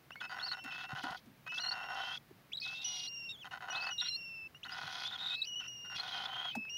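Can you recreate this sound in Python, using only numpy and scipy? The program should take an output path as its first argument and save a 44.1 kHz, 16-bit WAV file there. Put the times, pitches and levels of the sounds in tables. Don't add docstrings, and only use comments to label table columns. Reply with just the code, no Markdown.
import sys
import numpy as np
from scipy import signal
from scipy.fft import rfft, irfft
from scipy.io import wavfile

SR = 44100
rng = np.random.default_rng(int(sys.argv[2]) if len(sys.argv) > 2 else 0)


def materialize(psi):
    bounded = np.clip(np.atleast_2d(psi).T, -1, 1)
    quanta = np.round(bounded * 32767).astype(np.int16)
    wavfile.write(sys.argv[1], SR, quanta)


N = 298557
TIME = np.arange(N) / SR

# (centre [Hz], width [Hz], relative level [dB])
THROAT_MODES = [(759, 45.7, -2), (1013, 68, -4), (1276, 44, -8), (1455.3, 56.3, 3), (1830, 145, -10),
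                (1986, 36, -6), (2688, 150, -13.5), (3007, 84, -11), (3720, 110, -16), (4310, 140, -18.5),
                (5260, 380, -26.5), (6540, 270, -28.5), (9860, 790, -39)]


def amp(db):
    return 10 ** (np.asarray(db) / 20)


def unit(x):
    return x / np.sqrt(np.mean(x ** 2) + 1e-20)


def add(mix, start_s, sound):
    part = mix[max(round(start_s * SR), 0):][:len(sound)]
    part += sound[:len(part)]


def wander(rate_hz):
    hz = np.fft.rfftfreq(N, 1 / SR)
    rolloff = np.sqrt(1 + (hz / rate_hz) ** 6)
    return unit(irfft(rfft(rng.standard_normal(N)) / rolloff, N))


def play(start_s, length_s, db, swell_db, attack_s, release_s):
    after_start = TIME > start_s - attack_s / 2
    before_end = TIME < start_s + length_s + release_s / 2
    at = np.flatnonzero(after_start & before_end)
    t = TIME[at] - start_s
    u = np.clip(t / length_s, 0, 1)
    gate = np.clip(np.minimum(t / attack_s, (length_s - t) / release_s) + .5, 0, 1)
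    return at, u, np.sin(np.pi / 2 * gate) ** 2 * amp(db + swell_db * (u - .5))


def effort(calls, attack_s, release_s):
    out = np.zeros(N)
    for call in calls:
        at, _, loudness = play(*call, attack_s, release_s)
        out[at] += loudness
    return out


def ring(x, modes, size=4096):
    hz = np.fft.fftfreq(size, 1 / SR)
    power = sum(amp(db) ** 2 / (1 + ((abs(hz) - f) / width) ** 2) ** 1.6 for f, width, db in modes)
    log_gain = np.log(power + 1e-10) / 2
    taps = np.fft.ifft(np.exp(np.conj(signal.hilbert(log_gain)))).real
    return signal.oaconvolve(x, taps[:size // 2])[:N]


def build_up(x):
    # (centre [Hz], width [Hz])
    late_bands = [(800, 450), (1460, 420), (3000, 1000), (4400, 1200)]
    for hz, width in late_bands:
        x = x - 2 * signal.lfilter(*signal.iirpeak(hz, hz / width, fs=SR), x)
    return x


def rattle(rate_hz, jitter, spread_db, puff_s, air):
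    turns = np.cumsum(rate_hz * np.exp(jitter * wander(rate_hz))) / SR
    slaps = np.diff(np.floor(turns), prepend=0) * amp(spread_db * rng.uniform(-1, 1, N))
    flow = signal.lfilter([1], [1, -np.exp(-1 / (puff_s * SR))], slaps)
    turbulence = unit(flow * rng.standard_normal(N))
    return unit(unit(slaps) + air * turbulence)


def shrill(hz, octave_db):
    phase = 2 * np.pi * np.cumsum(hz) / SR
    octave = amp(octave_db) / (1 + (hz / 3500) ** 12)
    overtones = (octave + amp(-35.5)) * np.sin(2 * phase) + amp(-40.5) * np.sin(3 * phase)
    return np.sqrt(2) * (np.sin(phase) + overtones)


def squeaks(hz, spread):
    catch = np.clip(wander(rate_hz=55) - .7, 0, 1)
    return unit(catch * shrill(hz * np.exp(spread * wander(rate_hz=35)), octave_db=-24))


def rasps():
    # (start [s], length [s], relative level [dB], lowest throat resonance against the rest [dB])
    rasp_calls = [(0.203, 0.057, -44, -7.5), (0.292, 0.152, -45.5, 1), (.456, 0.032, -45, -1),
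                  (0.511, 0.042, -43, -5), (0.568, 0.026, -48, 2.5), (0.644, 0.12, -46.5, -5),
                  (0.778, 0.084, -45.5, -5), (0.886, 0.05, -44.5, 2), (0.95, 0.064, -44.5, 2),
                  (1.028, 0.13, -46, 8), (1.472, .018, -48, -12), (1.516, .033, -46.5, -7),
                  (1.57, 0.12, -44.5, -2.5), (1.708, 0.17, -45.5, 4), (1.886, 0.22, -45.5, 8),
                  (2.099, 0.068, -47.5, -2.5), (2.65, 0.089, -56.5, -2.5), (2.737, 0.34, -71, 19),
                  (3.443, 0.032, -47, -1), (3.51, 0.07, -44.5, -1.5), (3.606, 0.07, -46.5, 3.5),
                  (3.68, 0.22, -46.5, 5.5), (3.866, 0.059, -49.5, 0), (4.008, 0.029, -47, -11),
                  (4.05, 0.038, -50.5, -31), (4.645, 0.035, -46, -8), (4.693, 0.08, -46.5, -4),
                  (4.776, 0.024, -45.5, 2), (4.808, 0.24, -47.5, 0), (5.06, 0.036, -57, 4.5),
                  (5.106, 0.063, -50.5, -1), (5.172, 0.18, -50, -2), (5.592, 0.075, -53.5, -14),
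                  (5.843, 0.038, -53, -8), (5.897, .07, -49.5, -6), (5.981, 0.16, -49.5, 5.5),
                  (6.141, 0.32, -48, 5), (6.443, 0.06, -51.5, 2)]
    catch_times = [.234, 0.477, 0.702, .735, 1.607, 1.626, 1.795, 2.137, 3.566, 4.893, 4.917, 6.279, 6.405]
    catch_s, catch_depth = 0.01, 0.89
    sag_db = 1.5
    start, length, level_db, depth_db = np.transpose(rasp_calls)
    calls = [(s, span, db, -sag_db) for s, span, db in zip(start, length, level_db)]
    push = effort(calls, attack_s=.003, release_s=.012)
    depth = amp(np.interp(TIME, start + length / 2, depth_db))
    sputter_db = 8.5 * np.clip(1 - push / amp(-39), .42, 1)
    bursts = amp(sputter_db * (np.tanh(2 * wander(rate_hz=130) + .5) - .6))

    choke = np.zeros(N)
    for s in catch_times:
        add(choke, s - catch_s / 2, np.hanning(round(catch_s * SR)))
    push = push * np.clip(1 - catch_depth * choke, 0, 1)

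    drive = push * bursts * rattle(rate_hz=230, jitter=.35, spread_db=3, puff_s=.0012, air=.35)
    noise_gain = np.std(ring(rng.standard_normal(N), THROAT_MODES))
    voice = build_up(ring(drive, THROAT_MODES)) / noise_gain
    low = signal.sosfiltfilt(signal.butter(3, 1120, fs=SR, output="sos"), voice)
    voice = voice + low * (depth - 1)
    return amp(.4) * voice + amp(-13) * push * squeaks(hz=3030, spread=.04)


def croaks():
    # (start [s], level [dB])
    slaps = [(0.106, -36), (0.156, -41), (0.22, -39), (.303, -42), (0.388, -33), (.479, -35.5), (.515, -37),
             (.961, -35), (1.036, -36.5), (1.465, -37), (1.717, -46), (3.606, -39), (3.685, -38),
             (3.75, -35), (3.869, -35.5), (3.897, -47), (4.546, -52), (4.795, -42.5), (4.854, -42),
             (4.877, -40), (4.98, -45), (5.16, -42), (6.551, -41.5), (6.651, -47)]
    tone_hz, rise_s, noise = 1500, 0.0015, 0.89
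    out, t = np.zeros(N), np.arange(SR // 50) / SR
    swell = t / rise_s * np.exp(1 - t / rise_s)
    tone = np.sin(2 * np.pi * tone_hz * t)
    air = unit(ring(rng.standard_normal(N), THROAT_MODES))
    for s, db in slaps:
        puff = unit(air[round(s * SR):][:len(t)])
        add(out, s, amp(db) * swell * (tone + noise * puff) / (1 + noise))
    return out


def hisses():
    # (start [s], length [s], relative level [dB], swell start to end [dB], treble gain [dB])
    hiss_calls = [(0.707, 0.15, -53.5, 0, -6), (0.947, 0.25, -57, -2.5, 1.5), (1.54, 0.046, -63, 7, 18),
                  (1.949, 0.23, -53, 5, 0), (2.623, .17, -52, -2, 2), (2.818, 0.25, -50, 5.5, 4),
                  (3.722, 0.22, -59.5, -7, 2.5), (4.003, 0.091, -48, 8, -18), (4.702, 0.375, -49, 12, 0),
                  (5.079, 0.28, -53, 4, -4.5), (5.954, 0.31, -46.5, -1, -4), (6.258, 0.28, -52.5, 4, -16)]
    # (centre [Hz], width [Hz], relative level [dB])
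    beak_modes = [(2137, 100, -4.5), (2520, 58, -0.5), (2870, 41, -4.5), (3130, 56, 1), (3355, 95, 4.5),
                  (3510, 70, -7), (3730, 67, 0.5), (4100, 95, 0), (4406, 61, -0.5), (4780, 66, -1.5),
                  (5030, 50, -2.5), (5370, 130, -6), (5830, 107, -7), (6090, 50, -14), (6520, 100, -13),
                  (9070, 56, -17), (10400, 1000, -28.5)]
    edge_s = 0.021
    start, _, _, _, treble_db = np.transpose(hiss_calls)
    bursts = amp(3.2 * np.tanh(1.5 * wander(rate_hz=90)))
    drive = rattle(rate_hz=300, jitter=.3, spread_db=4, puff_s=.0015, air=.6) * bursts
    breath = unit(build_up(ring(drive, beak_modes)))
    sound = amp(-.6) * breath + amp(-8.5) * squeaks(hz=3700, spread=.12)
    treble = signal.sosfiltfilt(signal.butter(4, 4300, "highpass", fs=SR, output="sos"), sound)
    latest = np.maximum(np.searchsorted(start, TIME) - 1, 0)
    gape = amp(treble_db[latest])
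    return effort([row[:4] for row in hiss_calls], edge_s, edge_s) * (sound + treble * (gape - 1))


def whistles():
    # (start [s], length [s], pitch [Hz], glide [Hz/s], relative level [dB], swell [dB],
    #  octave against the note [dB])
    notes = [(0.225, 0.063, 2617, -500, -45.5, -21, -13), (0.333, 0.17, 2760, -300, -59.5, 9, -7.5),
             (0.485, 0.26, 2703, -350, -54.5, 11, -10.5), (0.708, 0.23, 2647, 646, -52, -15, -21),
             (1.463, 0.13, 2620, 900, -42.5, -3, -21), (1.604, 0.24, 2774, -930, -49.5, -2, -11),
             (1.823, 0.34, 2722, -360, -51, -3, -14), (2.617, 0.24, 2643, 716, -46.5, -13.5, -24),
             (2.846, .475, 2814, -400, -46.5, 1.5, -3.5), (4.548, 0.034, 2843, 7000, -63.5, -13, -17),
             (3.704, 0.025, 2874, 1500, -51, -1, -9), (3.717, 0.19, 2600, 100, -42.5, -7, -30),
             (3.908, 0.027, 2876, 1200, -48, 9, -10), (3.935, 0.088, 2810, -300, -50, 7, -7),
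             (4.015, 0.46, 2728, -470, -47.5, -4.5, -8.5), (5.301, 0.157, 2605, 74, -45, -12.5, -21),
             (5.447, 0.023, 2765, 0, -53, 5, -11), (5.472, 0.08, 2884, -650, -47.5, 12.5, -11.5),
             (5.557, 0.047, 2897, 1298, -47, 8, -16.5), (5.6, 0.089, 2764, 3, -48, 2, -13),
             (5.679, 0.29, 2826, -250, -48.5, 6.5, -6.5), (6.522, 0.18, 2603, -2, -44, -9.5, -24.5),
             (6.696, 0.1, 2840, 1150, -44.5, 12, -7.5)]
    # (start [s], end [s])
    hoarse_spans = [(5.445, 5.472), (5.604, 5.668), (6.682, 6.7)]
    break_hz, overshoot_ratio, settle_s = 2751, 0.445, 0.0324
    louder_db_per_hz, brighter_db_per_hz = 0.1992, 0.0806
    tremor_hz, tremor_depth, tremor_db = 23.55, 0.0079, 1.0
    out = np.zeros(N)
    hoarse = sum((TIME > start) & (TIME < end) for start, end in hoarse_spans)
    tremor_phase = 2 * np.pi * np.cumsum(tremor_hz * np.exp(.3 * wander(rate_hz=15))) / SR
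    tremor = np.sin(tremor_phase) + .5 * wander(rate_hz=38)
    quiver = 1 + tremor_depth * tremor + (.0015 + .042 * hoarse) * wander(rate_hz=260)
    flutter = amp(tremor_db * tremor)
    octave_flutter = amp(1.8 * wander(rate_hz=25))
    for start, length, hz, glide, db, swell_db, octave_db in notes:
        at, u, loudness = play(start, length, db, swell_db, attack_s=0.0086, release_s=0.0069)
        overshoot = overshoot_ratio * (hz - break_hz) * np.exp(-u * length / settle_s)
        bend = overshoot + glide * length * (u - .5)
        phase = 2 * np.pi * np.cumsum((hz + bend) * quiver[at]) / SR
        overtones = np.sin(2 * phase) + amp(-32.5) * np.sin(3 * phase) + amp(-36) * np.sin(4 * phase)
        octave = amp(octave_db + brighter_db_per_hz * bend) * octave_flutter[at]
        tone = flutter[at] * np.sin(phase) + octave * overtones
        out[at] += np.sqrt(2) * loudness * amp(louder_db_per_hz * overshoot) * tone
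    return out


def arching_notes(calls, wobble, rough, crack_db, octave_db):
    out = np.zeros(N)
    strain, grain = wander(rate_hz=85), wander(rate_hz=600)
    cracks = unit(amp(crack_db * np.tanh(wander(rate_hz=400) - strain)))
    for start, length, first_hz, last_hz, arch_hz, db, swell_db in calls:
        at, u, loudness = play(start, length, db, swell_db, attack_s=.004, release_s=.004)
        hz = first_hz + (last_hz - first_hz) * u + arch_hz * np.sin(np.pi * u)
        leap = wobble * (hz / 4000) ** 4 * (np.logaddexp(0, 2 * strain[at]) - .5)
        bend = 1 + leap + rough * grain[at]
        out[at] += loudness * cracks[at] * shrill(hz * bend, octave_db)
    return out


def squeals():
    # (start [s], length [s], first pitch [Hz], last pitch [Hz], mid-call arch [Hz],
    #  relative level [dB], swell [dB])
    squeal_calls = [(.396, 0.021, 3330, 3900, 0, -49, -4), (.426, 0.048, 4230, 4750, 96, -44.5, -3),
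                    (.476, 0.038, 4420, 4080, 0, -43.5, -8), (.51, 0.028, 4100, 3650, 620, -42.5, -5),
                    (1.578, 0.042, 3250, 4250, 208, -43.5, -4), (1.718, .02, 4150, 4420, 277, -41.5, -6),
                    (1.96, .2, 3056, 3295, -71.5, -48.5, 5), (2.571, 0.02, 4280, 4000, -250, -44, -4),
                    (2.6, 0.013, 4260, 5030, 200, -45.5, -2), (2.615, 0.029, 4200, 4930, -200, -44.5, -14),
                    (2.64, 0.053, 4150, 3660, -150, -49, -8), (2.75, 0.087, 3750, 3590, 5, -48, 8),
                    (2.85, 0.11, 3900, 3970, -450, -52, 5), (3.749, 0.041, 3350, 4070, 424, -44, -9),
                    (3.802, 0.051, 4100, 4480, 348, -46.5, 7), (3.864, 0.032, 4350, 4300, 180, -48.5, -6),
                    (3.979, 0.037, 3970, 3710, 3, -36.5, 9), (4.02, 0.058, 3400, 4080, -100, -44.5, 13),
                    (5.052, 0.056, 3350, 3240, 280, -41.5, -2), (5.121, .044, 3610, 3220, 179, -43.5, -3),
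                    (5.186, 0.077, 3615, 3560, 119.5, -42.5, 5), (5.26, .036, 3630, 3400, 324, -40, -2),
                    (5.296, 0.058, 3765, 3810, -92, -39, 0), (5.353, 0.066, 3980, 4330, -42, -51.5, -4),
                    (5.428, 0.02, 4000, 4100, 0, -46, -4), (5.972, .014, 4130, 3970, 0, -44, 0),
                    (6.12, 0.12, 3220, 3050, 1, -45, -3), (6.29, 0.13, 3094, 3180, -3.5, -45.5, 13.5),
                    (6.422, .1, 3173, 3000, 191.5, -43.5, 1)]
    return arching_notes(squeal_calls, wobble=.034, rough=.014, crack_db=5.5, octave_db=-32)


def pips(squeal):
    # (centre [s], level [dB], mid pitch [Hz], length [s])
    pure_notes = [(0.437, -38, 4320, .016), (0.451, -39, 4450, 0.012), (0.488, -38.5, 4260, .009),
                  (0.521, -36, 4350, 0.013), (1.583, -36, 3400, 0.0072), (1.606, -42, 4160, 0.014),
                  (1.625, -39, 4300, .008), (1.644, -37.5, 4220, 0.025), (1.67, -36.5, 4210, 0.023),
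                  (1.693, -36, 4390, 0.022), (1.718, -34.5, 4320, 0.0071), (2.177, -42.5, 3400, .007),
                  (2.535, -34.5, 3410, .007), (2.652, -41, 3840, 0.0078), (3.988, -36.5, 3830, 0.017),
                  (4.005, -33.5, 4090, 0.0064), (4.09, -34, 4200, 0.014), (5.423, -32.5, 3890, 0.016),
                  (6.003, -36.5, 4190, 0.02), (6.261, -37.5, 3440, 0.012)]
    pure, held = np.zeros(N), np.zeros(N)
    for s, db, hz, length in pure_notes:
        u = np.linspace(-1, 1, round(length * SR))
        swell = signal.windows.tukey(len(u), .55)
        add(pure, s - length / 2, amp(db) * swell * shrill(hz * (1 + 0.023 * u), octave_db=-39))
        add(held, s - length / 2, swell)
    return pure + squeal * np.clip(1 - held, 0, 1)


def peeps():
    # (start [s], length [s], first pitch [Hz], last pitch [Hz], mid-call arch [Hz],
    #  relative level [dB], swell [dB])
    peep_calls = [(.118, 0.026, 2640, 2990, 58, -52.5, -6), (.162, 0.038, 2170, 2280, -30, -55, -12),
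                  (.29, 0.061, 4620, 4640, 100, -60.5, -1), (.588, .026, 2940, 3040, 40, -56, -4),
                  (1.493, 0.028, 2850, 2950, 50, -49, -3), (2.519, .042, 2215, 3830, 643, -46.5, 7),
                  (3.075, 0.013, 4000, 4580, 0, -42.5, -2), (3.292, 0.075, 3670, 3090, 330, -49.5, -14),
                  (3.37, .068, 3130, 2580, 598, -56, 13), (4.096, .068, 4190, 4380, -220, -41.5, 10),
                  (4.632, 0.018, 2640, 4450, 2, -47, -10), (4.683, 0.015, 2820, 2830, 0, -49, 0),
                  (4.72, 0.023, 4920, 5000, -60, -47, -2), (5.444, 0.01, 4200, 5100, -100, -46, 4)]
    return arching_notes(peep_calls, wobble=.005, rough=.004, crack_db=1.5, octave_db=-19)


def bumps():
    # (start [s], relative level [dB], pitch [Hz], t60 [s], relative scratch level [dB])
    knocks = [(.64, -47, 243, 0.12, -51), (0.931, -26, 121, 0.034, -71), (1.035, -34, 260, 0.1, -50.5),
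              (1.108, -26.5, 122, 0.025, -54.5), (1.26, -53, 237, 0.27, -66), (2.308, -37, 300, .028, -72),
              (4.833, -42.5, 115, .12, -70), (5.956, -30, 120, 0.044, -68),
              (6.553, -40.5, 720, 0.072, -45.5), (6.559, -32, 220, .12, -57)]
    scratch_t60_s = 0.045
    out, t = np.zeros(N), np.arange(SR // 3) / SR
    claws = signal.butter(1, [900, 6000], "bandpass", fs=SR, output="sos")
    for s, db, hz, t60, scratch_db in knocks:
        push, grit = rng.standard_normal((2, len(t)))
        boards = signal.butter(2, [hz * 0.9, hz * 1.19], "bandpass", fs=SR, output="sos")
        thud = unit(signal.sosfilt(boards, push)) * amp(db - 60 * t / t60)
        scratch = unit(signal.sosfilt(claws, grit)) * amp(scratch_db - 60 * t / scratch_t60_s)
        add(out, s, thud + scratch)
    return out


def box(x):
    t = np.arange(SR // 6) / SR
    decay = amp(-60 * t / .025) + amp(-26 - 60 * t / .2)
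    tail = rng.standard_normal(len(t)) * decay * (t > .001)
    return x + amp(-17) * signal.oaconvolve(x, tail / np.linalg.norm(tail))[:N]


def room():
    # (frequency [Hz], relative density [dB per Hz])
    spectrum = [(25, -39), (45, -11.5), (90, -5.5), (135, 1.5), (200, -4.5), (400, -11), (800, -13.5),
                (2000, -15.5), (5000, -24.5), (8000, -32), (15500, -24.5)]
    level_db = -63.5
    hz = np.fft.rfftfreq(N, 1 / SR)
    f, db = np.transpose(spectrum)
    colour = amp(np.interp(np.log(hz + 1), np.log(f), db))
    return amp(level_db) * unit(irfft(rfft(rng.standard_normal(N)) * colour, N))


def scene():
    chicks = rasps() + croaks() + hisses() + whistles() + pips(squeals()) + peeps()
    return (box(chicks + bumps()) + room())[None]


def record(dry):
    edge_hz = 15800
    taps = signal.firwin(511, edge_hz, window=("kaiser", 9), fs=SR)
    return signal.oaconvolve(dry, taps[None], "same")


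dry = scene()
out = record(dry)
materialize(out)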